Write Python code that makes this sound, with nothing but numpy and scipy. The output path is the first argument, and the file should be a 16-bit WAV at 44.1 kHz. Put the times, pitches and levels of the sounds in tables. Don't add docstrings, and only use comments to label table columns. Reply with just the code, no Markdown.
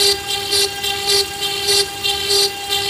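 import sys
import numpy as np
from scipy import signal
from scipy.fft import rfft, irfft, next_fast_len
from scipy.io import wavfile
from scipy.ndimage import uniform_filter1d, map_coordinates

SR = 44100
rng = np.random.default_rng(int(sys.argv[2]) if len(sys.argv) > 2 else 0)


def wrap_up_sound(samples):
    columns = np.atleast_2d(samples).T
    tamed = np.clip(columns, -1, 1)
    steps = np.round(tamed * 32767).astype(np.int16)
    wavfile.write(sys.argv[1], SR, steps)


N = 127449
T = np.arange(N) / SR

# frequency in Hz, relative density in dB.
WATER_AND_IDLE_SPECTRUM = [(60, -29.5), (200, -9.5), (260, -12.5), (330, 2), (550, -12), (1000, -10.5),
                           (1600, -12), (3000, -8.5), (5500, -15), (10000, -28.5), (15000, -46)]
RUMBLE_SPECTRUM = [(25, -39), (45, -12.5), (76, 0), (100, -0.5), (130, -4), (200, -8.5), (300, -21.5),
                   (1000, -30)]
SPRAY_SPECTRUM = [(200, -9.5), (600, 0), (1200, -6.5), (2500, -1.5), (4300, 3), (5200, -0.5), (7500, -2),
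                  (10500, -2), (12500, -3.5), (15000, -17)]
# time in seconds, relative level in dB.
RUMBLE_LEVELS = [(0.0, -40.5), (1.01, -41), (1.05, -38.5), (1.33, -42.5), (1.74, -39.5), (1.92, -42),
                 (2.24, -38.5), (2.61, -45.5), (2.86, -40.5), (2.89, -45)]
# multiple of the spindle rate, level in dB.
WHINE_HARMONICS = [(2, -34.5), (3, -51), (4, -44.5), (5, -45.5), (6, -52.5), (7, -42.5), (8, -43),
                   (9, -47.5), (10, -45.5), (11, -43), (12, -48), (13, -58), (14, -51.5)]
# start in seconds, end in seconds, level in dB.
BITE_CONTACTS = [(0.289, 0.347, -20), (0.83, 0.905, -19), (1.415, 1.477, -21), (2.031, 2.114, -19),
                 (2.7, 2.77, -18.5)]
DRAG_CONTACTS = [(.275, .51, -27), (.825, 1.08, -27), (1.405, 1.69, -24.5), (2.04, 2.30, -24.5),
                 (2.69, 2.95, -23.5)]
DIG_CONTACTS = [(-.02, .124, -14), (.502, .648, -15.5), (1.064, 1.210, -15), (1.664, 1.816, -14.5),
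                (2.280, 2.460, -15)]
# frequency in Hz, relative gain in dB.
BITE_RESPONSE = [(300, -17), (1200, -26.5), (2300, -14.5), (2800, 6), (3200, 7.5), (3600, 7.5), (4000, 7.5),
                 (4400, -6.5), (5100, -6.5), (6300, -13), (7500, -5), (9000, -10), (11000, -18),
                 (13000, -15), (15000, -14)]
DRAG_RESPONSE = [(300, 30), (1200, -2), (2300, 4), (2750, 7.5), (3150, 16), (3600, 10), (4350, 14),
                 (5100, 2), (6300, -14.5), (7600, 1), (9000, -11), (11200, -6), (13000, -17), (15000, -26)]
DIG_RESPONSE = [(300, 14), (1300, -21.5), (2000, -12.5), (2400, -16.5), (3100, -9.5), (3600, -4.5),
                (4350, 3), (4750, 1), (5200, -12.5), (5900, -6.5), (6500, -20.5), (7600, -13.5),
                (10200, -13.5), (11600, -18.5), (12600, -30.5), (15000, -31.5)]
SKIM_RESPONSE = [(300, -58), (1500, -9), (2400, -7), (2800, 12.5), (3200, 8), (4300, 1.5), (4900, -16),
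                 (6500, -0.5), (7900, 1), (9000, -3.5), (11200, -4.5), (13000, -10), (15000, -4)]

SPINDLE_HZ, DRIVE_HZ = 399.5, 6999
CHATTER_FROM_HZ, OVERTONES_FROM_HZ = 2270, 6670


def from_db(db):
    return 10 ** (np.asarray(db) / 20)


def unit_rms(x):
    return x / np.sqrt(np.mean(x ** 2) + 1e-20)


def drift(rate_hz):
    hop, run_in = 40, 2000
    pole = np.exp(-2 * np.pi * rate_hz * hop / SR)
    noise = rng.standard_normal(N // hop + run_in + 2)
    slow = signal.lfilter([1], [1, -2 * pole, pole * pole], noise)[run_in:]
    return np.interp(np.arange(N) / hop, np.arange(len(slow)), unit_rms(slow))


def coloured(x, points):
    size = 4096
    hz, db = np.transpose(points)
    grid_hz = np.maximum(np.arange(size // 2 + 1) * SR / size, 1)
    gain = from_db(np.interp(np.log(grid_hz), np.log(hz), db))
    cepstrum = irfft(np.log(gain))
    cepstrum[1:size // 2] *= 2
    cepstrum[size // 2 + 1:] = 0
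    impulse = irfft(np.exp(rfft(cepstrum)))
    return unit_rms(signal.fftconvolve(x, impulse)[:N])


def lagged(x, lag_s):
    pole = np.exp(-1 / (lag_s * SR))
    return signal.lfilter([1 - pole], [1, -pole], x, zi=[pole * x[0]])[0]


def water_and_idle(level_db=-35):
    return from_db(level_db) * coloured(rng.standard_normal(N), WATER_AND_IDLE_SPECTRUM)


def bed_rumble(gain_db=2):
    level_db = gain_db + np.interp(T, *np.transpose(RUMBLE_LEVELS))
    return from_db(level_db) * coloured(rng.standard_normal(N), RUMBLE_SPECTRUM)


def reflections(x, t60_s=0.42, level_db=-14.5):
    t = T[:SR // 2]
    tail = rng.standard_normal(len(t)) * from_db(-60 * t / t60_s) * (t > .002)
    return from_db(level_db) * signal.fftconvolve(x, tail / np.sqrt(np.sum(tail ** 2)))[:N]


def motor_whine(phase, swell_db=-30, delay_s=0.021, width_s=0.017):
    settling = sum(np.exp(-.5 * ((T - end - delay_s) / width_s) ** 2) for _, end, _ in BITE_CONTACTS)
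    whine = np.zeros(N)
    for harmonic, db in WHINE_HARMONICS:
        flutter_db = 2.8 if harmonic == 2 else 5
        gain = from_db(db + flutter_db * drift(17.7))
        if harmonic == 2:
            gain += from_db(swell_db) * settling
        whine += gain * np.sin(harmonic * phase + rng.uniform(0, 2 * np.pi))
    return np.sqrt(2) * whine


def frame_hum(phase, drag, dig, dig_db=-22, drag_db=-34.5, skim_db=-39.5, hold_s=0.015):
    held = np.maximum(dig, np.interp(T - hold_s, T, dig)) / dig.max()
    swell = from_db(dig_db) * held + from_db(drag_db) * drag / drag.max() + from_db(skim_db)
    swell = lagged(swell, lag_s=0.0074)
    load = np.log(swell / swell.min()) / np.log(swell.max() / swell.min())
    lead_turns = .45 * lagged(load, lag_s=0.01)
    flutter = from_db(1.33 * drift(19.4))
    return np.sqrt(2) * swell * flutter * np.sin(phase + 2 * np.pi * lead_turns)


def spindle(drag, dig, wander_hz=0.57, drive_db=-46.5):
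    phase = 2 * np.pi * np.cumsum(SPINDLE_HZ + wander_hz * drift(12.9)) / SR
    drive = np.sqrt(2) * from_db(drive_db) * np.sin(2 * np.pi * DRIVE_HZ * T)
    return motor_whine(phase) + frame_hum(phase, drag, dig) + drive


def slurry_spray(bite, drag, dig, skim, loudest_db=-26.5):
    effort = np.sqrt(.3 * bite ** 2 + drag ** 2 + dig ** 2 + skim ** 2)
    return from_db(loudest_db) * effort / effort.max() * coloured(rng.standard_normal(N), SPRAY_SPECTRUM)


def pressure(contacts, attack_s, release_s=0.0054):
    envelope = np.zeros(N)
    for start_s, end_s, db in contacts:
        rise = np.clip((T - start_s) / attack_s, 0, 1)
        envelope += from_db(db) * rise * np.exp(-np.maximum(T - end_s, 0) / release_s)
    return envelope


def grit_force(turns, memory_turns, between_db, width_turns, knock_db=-6):
    cells, run_in_turns = 110, 60
    carry = np.exp(-1 / memory_turns)
    fresh = rng.standard_normal((1300, cells))
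    grit = signal.lfilter([1, 1], [1, -carry], fresh, axis=0)[run_in_turns:]
    angle_turns = np.arange(cells) / cells - .5
    contact = from_db(between_db) + np.exp(-.5 * (angle_turns / width_turns) ** 2)
    force = unit_rms(grit * contact)
    force[:, cells // 2] += from_db(knock_db) * np.sqrt(cells)
    return map_coordinates(force.ravel(), [(turns + 1) * cells], order=3)


def chatter(force, response, step_hz, locked_db, flutter_db, wander_hz=8.22):
    highpass = signal.butter(4, 950, "high", fs=SR, output="sos")
    rasp = coloured(signal.sosfilt(highpass, force), response)
    rasp /= np.sqrt(uniform_filter1d(rasp ** 2, size=440) + 1e-6)
    rasp = signal.hilbert(rasp, next_fast_len(N))[:N]
    low_mid = signal.sosfiltfilt(signal.butter(6, OVERTONES_FROM_HZ, fs=SR, output="sos"), rasp)
    low = signal.sosfiltfilt(signal.butter(4, CHATTER_FROM_HZ, fs=SR, output="sos"), rasp)
    step_down = np.exp(-2j * np.pi * np.cumsum(step_hz + wander_hz * drift(15.2)) / SR)
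    shifted = low + (low_mid - low) * step_down + (rasp - low_mid) * step_down ** 2
    beating = np.real(shifted + from_db(locked_db) * rasp)
    return unit_rms(beating) * from_db(flutter_db * drift(50))


def cutting(bite, drag, dig, skim_db=-32, wander_hz=0.87):
    turns = np.cumsum(SPINDLE_HZ + wander_hz * drift(31.8)) / SR
    skim = from_db(skim_db)
    cut = slurry_spray(bite, drag, dig, skim)
    force = grit_force(turns, memory_turns=4.7, between_db=-7, width_turns=0.13)
    cut += bite * chatter(force, BITE_RESPONSE, step_hz=31, locked_db=-25, flutter_db=1.1)
    force = grit_force(turns, memory_turns=4.4, between_db=-3.5, width_turns=0.12)
    cut += drag * chatter(force, DRAG_RESPONSE, step_hz=70, locked_db=-11, flutter_db=1.5)
    force = grit_force(turns, memory_turns=3.8, between_db=-5, width_turns=0.13)
    cut += dig * chatter(force, DIG_RESPONSE, step_hz=37, locked_db=-24, flutter_db=0.5)
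    force = grit_force(turns, memory_turns=1.5, between_db=-16, width_turns=0.11, knock_db=-0.5)
    cut += skim * chatter(force, SKIM_RESPONSE, step_hz=32, locked_db=-11.5, flutter_db=0.9)
    return cut


def scene():
    bite = pressure(BITE_CONTACTS, attack_s=0.018)
    drag = pressure(DRAG_CONTACTS, attack_s=0.0105)
    dig = pressure(DIG_CONTACTS, attack_s=0.0317)
    cut = cutting(bite, drag, dig)
    return (water_and_idle() + bed_rumble() + reflections(cut) + spindle(drag, dig) + cut)[None]


def record(dry):
    cutoff_hz = 15350
    return signal.sosfilt(signal.ellip(12, .2, 80, cutoff_hz, fs=SR, output="sos"), dry)


dry = scene()
out = record(dry)
wrap_up_sound(out)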